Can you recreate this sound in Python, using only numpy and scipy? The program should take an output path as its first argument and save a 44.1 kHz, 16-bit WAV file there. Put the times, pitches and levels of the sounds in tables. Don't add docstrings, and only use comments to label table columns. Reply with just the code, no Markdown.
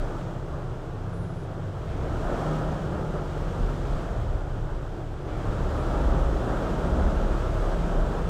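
import sys
import numpy as np
from scipy import signal
from scipy.fft import rfft, irfft, next_fast_len
from scipy.io import wavfile
from scipy.ndimage import uniform_filter1d, map_coordinates

SR = 44100
rng = np.random.default_rng(int(sys.argv[2]) if len(sys.argv) > 2 else 0)


def convert_level_to_amplitude(level_db):
    exponent = np.asarray(level_db, float) / 20
    return 10 ** exponent


def output_pcm(signal):
    pcm = np.clip(np.atleast_2d(signal).T, -1, 1) * 32767
    wavfile.write(sys.argv[1], SR, np.round(pcm).astype(np.int16))


N = 365588
T = np.arange(N) / SR


def unit(x):
    return x / np.sqrt(np.mean(x ** 2) + 1e-20)


def along(points, hz):
    f, v = np.transpose(points)
    return np.interp(np.log(hz + 1), np.log(f + 1), v)


def curves(rows):
    s, *columns = np.transpose(rows)
    return [np.interp(T, s, column) for column in columns]


def wobble(rate):
    knots = rng.standard_normal(int(N * rate / SR) + 4)
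    return map_coordinates(knots, [np.arange(N) * rate / SR])


def hump(middle, length):
    out = np.zeros(N)
    first, last = int((middle - length / 2) * SR), int((middle + length / 2) * SR)
    at = np.arange(max(first, 0), min(last, N))
    out[at] = np.cos(np.pi * (at / SR - middle) / length) ** 2
    return out


def stretches(rows):
    return sum(db * hump(s, length) for s, length, db in rows)


def coloured(x, spectrum):
    m = next_fast_len(N + 8192)
    hz = np.fft.rfftfreq(m, 1 / SR)
    return unit(irfft(rfft(x, m) * convert_level_to_amplitude(along(spectrum, hz)), m)[:N])


def rush(patchy_db):
    z = signal.stft(rng.standard_normal(N), nperseg=512)[2]
    field = uniform_filter1d(rng.standard_normal(z.shape), size=6, axis=0)
    field = uniform_filter1d(field, size=14, axis=1)
    return unit(signal.istft(z * convert_level_to_amplitude(patchy_db * unit(field)), nperseg=512)[1][:N])


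def swells(rows):
    out = np.zeros(N)
    for start, end, from_hz, to_hz, db in rows:
        at = np.arange(max(int(start * SR), 0), min(int(end * SR), N))
        u = (at / SR - start) / (end - start)
        hz = from_hz + (to_hz - from_hz) * u
        out[at] += convert_level_to_amplitude(db) * np.sin(np.pi * u) * np.sin(2 * np.pi * np.cumsum(hz) / SR)
    return out


# time in seconds, pitch of the strongest partial in Hz, level in dB.
SQUEAKS = [
    [(1.12, 8890, -81), (1.134, 9330, -72), (1.248, 9570, -72), (1.29, 10250, -76), (1.344, 9805, -74),
     (1.414, 9900, -77), (1.44, 9583, -70), (1.47, 8561, -81)],
    [(5.77, 8810, -74), (5.784, 9250, -71), (5.826, 9250, -72), (5.85, 8900, -74)],
]
# start in seconds, end in seconds, first pitch in Hz, last pitch in Hz, level in dB.
CHIRPS = [(1.09, 1.128, 10280, 10790, -74), (1.15, 1.21, 14600, 15200, -78),
          (1.17, 1.29, 11400, 12200, -79), (1.28, 1.34, 10500, 10600, -80), (1.37, 1.43, 10500, 10600, -80),
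          (5.76, 5.85, 10600, 10800, -71)]


def seal():
    out = swells(CHIRPS)
    for rows in SQUEAKS:
        hz, db = curves(rows)
        start, end = rows[0][0], rows[-1][0]
        phase = 2 * np.pi * np.cumsum(hz + 50 * wobble(60)) / SR
        gate = np.clip(np.minimum(T - start, end - T) / .012, 0, 1)
        growth = np.clip((T - start) / .25, 0, 1) ** 2
        subharmonic = .7 * growth * convert_level_to_amplitude(3 * wobble(50)) * np.sin(phase / 2)
        out += gate * convert_level_to_amplitude(db + 4 + 1.5 * wobble(39.4)) * (np.sin(phase) + subharmonic)
    return out


# time in seconds, gulp level in dB, decay in seconds.
SNAPS = [
    (1.87, -55, 0.3),
    (5.272, -53.5, 0.23),
]
# frequency in Hz, level in dB per Hz.
AIRBOX = [(1100, -60), (1600, 1), (2200, 4), (2800, -2), (3400, -4), (5000, -14), (9000, -30), (14000, -80)]


def intake():
    gulp = np.zeros(N)
    for s, db, decay in SNAPS:
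        since = np.clip(T - s, 0, None)
        gulp += convert_level_to_amplitude(db) * (1 - np.exp(-since / .008)) * np.exp(-since / decay)
    return gulp * coloured(rng.standard_normal(N), AIRBOX)


COASTING_DB = -39.5
# time in seconds, level in dB.
EFFORT = [(0.0, -34.5), (.44, -39.5), (1.13, -40.5), (1.7, -39.5), (1.95, -37.5), (2.24, -32.5),
          (2.45, -30.5), (2.6, -33), (3.1, -36), (3.97, -35), (4.45, -39), (5.18, -41), (5.42, -34.5),
          (5.9, -31), (6.37, -32), (6.55, -30.5), (7.0, -31.5), (7.4, -32.5)]


def effort():
    return curves(EFFORT)[0]


# middle in seconds, length in seconds, extra spray in dB.
PUDDLE = [
    (2.05, .6, 0.5),
    (3.748, 1.7, 1.5),
    (4.9, .9, 1),
    (6.45, .9, -0.6),
    (7.6, 1.2, 1),
]
# frequency in Hz, level in dB per Hz.
SPRAY = [(900, -66), (1800, 0), (2200, -1), (2700, -1.5), (3250, -0.5), (4200, -7), (5100, -8.5),
         (5600, -9), (7700, -11.5), (9000, -16), (10600, -23.5), (12100, -25), (14000, -23.5), (15500, -28)]
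# time in
# seconds, thump level in dB.
BUMPS = [(.03, -38), (1.01, -44), (2.24, -33), (2.72, -33), (3.49, -34), (3.62, -29), (3.79, -30),
         (3.97, -26), (4.33, -27), (5.52, -27), (5.63, -32), (6.05, -27), (6.28, -25), (7.04, -30)]
# frequency in Hz, level in dB per Hz.
RUMBLE = [(6, -45), (15, -14), (24, -3), (32, 0), (42, -2), (52, -4), (66, -9), (90, -30), (200, -120)]


def tyres():
    lag_s, bump_s = 0.2, 0.12
    push_db = uniform_filter1d(effort(), round(lag_s * SR) + 1, mode="nearest") - COASTING_DB
    hiss_db = -58 + 0.95 * push_db + stretches(PUDDLE)
    burst_db = 5.4 * rng.standard_normal(N // 64 + 1)
    drops = rng.standard_normal(N) * convert_level_to_amplitude(burst_db).repeat(64)[:N]
    spray = coloured(rush(patchy_db=0.47) + 0.1 * unit(drops), SPRAY)
    hiss = convert_level_to_amplitude(hiss_db + 0.12 * wobble(10) + 0.31 * wobble(30)) * spray
    roughness = convert_level_to_amplitude(-49 + 0.98 * push_db + 5 * wobble(9.8))
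    thumps = sum(convert_level_to_amplitude(db) * hump(s, bump_s) for s, db in BUMPS)
    return hiss + (roughness + thumps) * coloured(rng.standard_normal(N), RUMBLE)


# start in seconds, end in seconds, first pitch in Hz, last pitch in Hz, level in dB.
DRONES = [(-.3, 1.16, 131.8, 131.5, -38.5), (3.3, 4.1, 139.6, 138.1, -38), (1.3, 1.6, 107.7, 110, -46),
          (1.5, 2.3, 96, 95.4, -36), (2.2, 3.1, 50.1, 50.4, -39), (2.55, 3.27, 179, 176.3, -37),
          (3.05, 4, 88.28, 85.54, -33), (3.25, 4.25, 34.17, 34.4, -34), (3.6, 4.6, 118.9, 113.1, -35.5),
          (6.3, 7.47, 49.93, 49.38, -29), (6.7, 7.3, 180.2, 179, -34.5), (7.55, 8.6, 147.1, 145.9, -34.5),
          (7.55, 8.54, 170.9, 175.3, -37.5)]


def standing_waves():
    return swells(DRONES)


# frequency in Hz, decay time T60 in seconds.
ROCK = [(60, 1.15), (500, 1.43), (2000, 0.66), (8000, 0.34)]


def walls(x):
    hop = SR // 2
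    out = np.zeros(N + 4 * SR)
    padded = np.pad(x, (hop, 2 * hop))
    for start in range(0, N + hop, hop):
        hz, t, z = signal.stft(rng.standard_normal(SR), SR, nperseg=256)
        decay_db = -60 * t / along(ROCK, hz)[:, None]
        tail = signal.istft(z * convert_level_to_amplitude(decay_db), SR, nperseg=256)[1]
        wet = signal.fftconvolve(padded[start:start + 2 * hop] * np.hanning(2 * hop), tail)
        out[start:start + len(wet)] += wet
    return unit(out[hop:hop + N])


def firings(turns, jitter_s, scatter_db):
    at = np.flatnonzero(np.diff(np.floor(turns)))
    chance = rng.standard_normal((len(at), 2))
    at = np.clip(at + np.round(jitter_s * SR * chance[:, 0]).astype(int), 0, N - 1)
    return np.bincount(at, convert_level_to_amplitude(scatter_db * chance[:, 1]), N)


# frequency in Hz, level in dB per Hz.
BOOM = [(40, -57), (65, 9), (85, 0), (105, 6), (140, 7), (175, -4), (200, -15), (240, -44), (400, -120)]
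# middle in seconds, length in seconds, extra boom in dB.
WIDER = [
    (.5, 0.7, -1),
    (3.296, 1.5, 1),
    (5.2, 1.81, -2.5),
    (7.75, .6, -2.5),
    (8.29, 0.27, 6),
]
# frequency in Hz, level in dB per Hz.
ROAR = [(110, -37), (170, -1.5), (210, -1.5), (240, -2.5), (330, 0), (450, -2.5), (620, -1.5), (800, -7),
        (920, -8), (1020, -11), (1300, -8), (1600, -15), (1850, -22), (2200, -37), (3500, -120)]
# frequency in Hz, level in dB per Hz.
COAST = [(120, -58), (190, -7), (250, -5.5), (330, -0.5), (450, -3.5), (620, -5), (900, -10.5),
         (1020, -12.5), (1300, -11.5), (1600, -16.5), (1850, -25), (2200, -34), (3500, -120)]


def exhausts(revved_turns, even_turns):
    beats = firings(revved_turns, jitter_s=0.000809, scatter_db=2.5)
    beats = beats + 0.82 * firings(even_turns, jitter_s=0.00081, scatter_db=2.5)
    blast = 0.53 * walls(beats) + 0.9 * rush(patchy_db=0.7)
    roar_db = effort()
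    boom_db = -35.5 + 0.18 * (roar_db - COASTING_DB) + stretches(WIDER) + 1.05 * wobble(7.1)
    throttle = np.clip((roar_db + 40.5) / 7.8, 0, 1)
    pipe = throttle * coloured(blast, ROAR) + (1 - throttle) * coloured(blast, COAST)
    return convert_level_to_amplitude(boom_db) * coloured(blast, BOOM) + convert_level_to_amplitude(roar_db + 0.73 + 0.58 * wobble(12)) * pipe


def orders(rows, multiples, spots, drift):
    faint_db = -65.5
    rate_hz, first_db = curves(rows)
    turns = np.cumsum(rate_hz) / SR
    gains = [convert_level_to_amplitude(first_db)]
    for loud in spots:
        gains.append(convert_level_to_amplitude(faint_db) + sum(convert_level_to_amplitude(db) * hump(s, length) for s, length, db in loud))
    tones = np.zeros(N)
    for k, gain in zip([1] + multiples, gains):
        phase = 2 * np.pi * k * turns + drift * np.sqrt(k) * wobble(3) + rng.uniform(0, 2 * np.pi)
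        tones += gain * convert_level_to_amplitude(1.5 * wobble(6)) * np.sin(phase)
    return np.sqrt(2) * tones, turns


# time in seconds, firing rate in Hz, level of the first order in dB.
EVEN = [(0.0, 28.81, -29.5), (0.3, 28.44, -38), (1.0, 28.22, -40), (1.6, 28.27, -44), (2.2, 28.05, -37),
        (2.7, 28.24, -57), (3.1, 27.75, -40), (3.6, 27.89, -58), (4.1, 27.86, -45), (4.7, 27.8, -32),
        (5.0, 27.88, -36.5), (5.6, 28.1, -39.5), (6.1, 28.88, -38), (6.9, 28.68, -48), (7.7, 27.75, -59),
        (8.29, 27.63, -50)]
EVEN_ORDERS = [2, 3.5, 6]
# middle in seconds, length in seconds, level in dB.
EVEN_SPOTS = [
    [(2.05, 0.59, -48), (4.8, .4, -37.5), (6.2, 1.0, -25.5), (7.0, 0.49, -27.5), (7.35, 0.49, -31.5),
     (7.8, 0.43, -34), (8.25, 0.49, -33)],
    [(1.15, 0.76, -34), (1.65, 0.66, -38), (4.3, .6, -41), (4.9, 0.33, -43), (5.5, 1, -37.5),
     (7.35, .6, -40), (8.0, 0.39, -44)],
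    [(.3, 0.44, -43), (1.25, 1.4, -39.5), (3.6, 0.65, -40), (4.0, .4, -41), (6.85, .7, -41.5),
     (7.8, .4, -33)],
]


def even_engine():
    return orders(EVEN, EVEN_ORDERS, EVEN_SPOTS, drift=0.41)


# time in seconds, firing rate in Hz, level of the first order in dB.
REVVED = [(1.75, 19, -55), (2.15, 37.4, -38), (2.35, 38.4, -36), (2.7, 38.6, -35), (2.95, 39.2, -42),
          (3.4, 38.6, -35), (3.85, 41.8, -30.5), (4.15, 38, -31), (4.4, 36, -34), (4.75, 36.6, -34.5),
          (5.15, 31.2, -47), (5.55, 35.5, -31.5), (5.75, 37.2, -30.5), (6.15, 37.8, -24),
          (6.55, 35.5, -34.5), (6.95, 35.2, -32), (7.2, 34.2, -26.5), (8.29, 34.5, -28.5)]
REVVED_ORDERS = [1.5, 2, 4, 6]
# middle in seconds, length in seconds, level in dB.
REVVED_SPOTS = [
    [(2.35, .4, -46), (4.15, 0.43, -37.5), (5.35, .4, -35.5), (6.0, .5, -45), (7.8, 1.21, -32.5)],
    [(2.05, .6, -36.5), (4.3, .6, -38), (5.8, 1.13, -34.5), (7.05, 0.63, -28.5), (7.45, 0.77, -35)],
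    [(2.5, 1.0, -33), (3.15, 0.99, -38), (4.75, .4, -45), (6.3, .9, -37), (7.4, 0.66, -35.5),
     (7.8, .8, -44)],
    [(3.75, .5, -43), (6.75, .5, -37), (7.2, 0.64, -40)],
]


def revved_engine():
    tones, turns = orders(REVVED, REVVED_ORDERS, REVVED_SPOTS, drift=0.69)
    return tones * np.clip((T - 1.7) / 0.13, 0, 1), turns


def scene():
    even, even_turns = even_engine()
    revved, revved_turns = revved_engine()
    engines = revved + even + exhausts(revved_turns, even_turns)
    return (seal() + intake() + tyres() + standing_waves() + engines)[None]


def band_limit(x):
    return signal.sosfilt(signal.butter(12, 15620, fs=SR, output="sos"), x)


def record(dry):
    soft = dry / (1 + np.abs(dry / .3) ** 4) ** (1 / 4)
    return band_limit(soft)


dry = scene()
out = record(dry)
output_pcm(out)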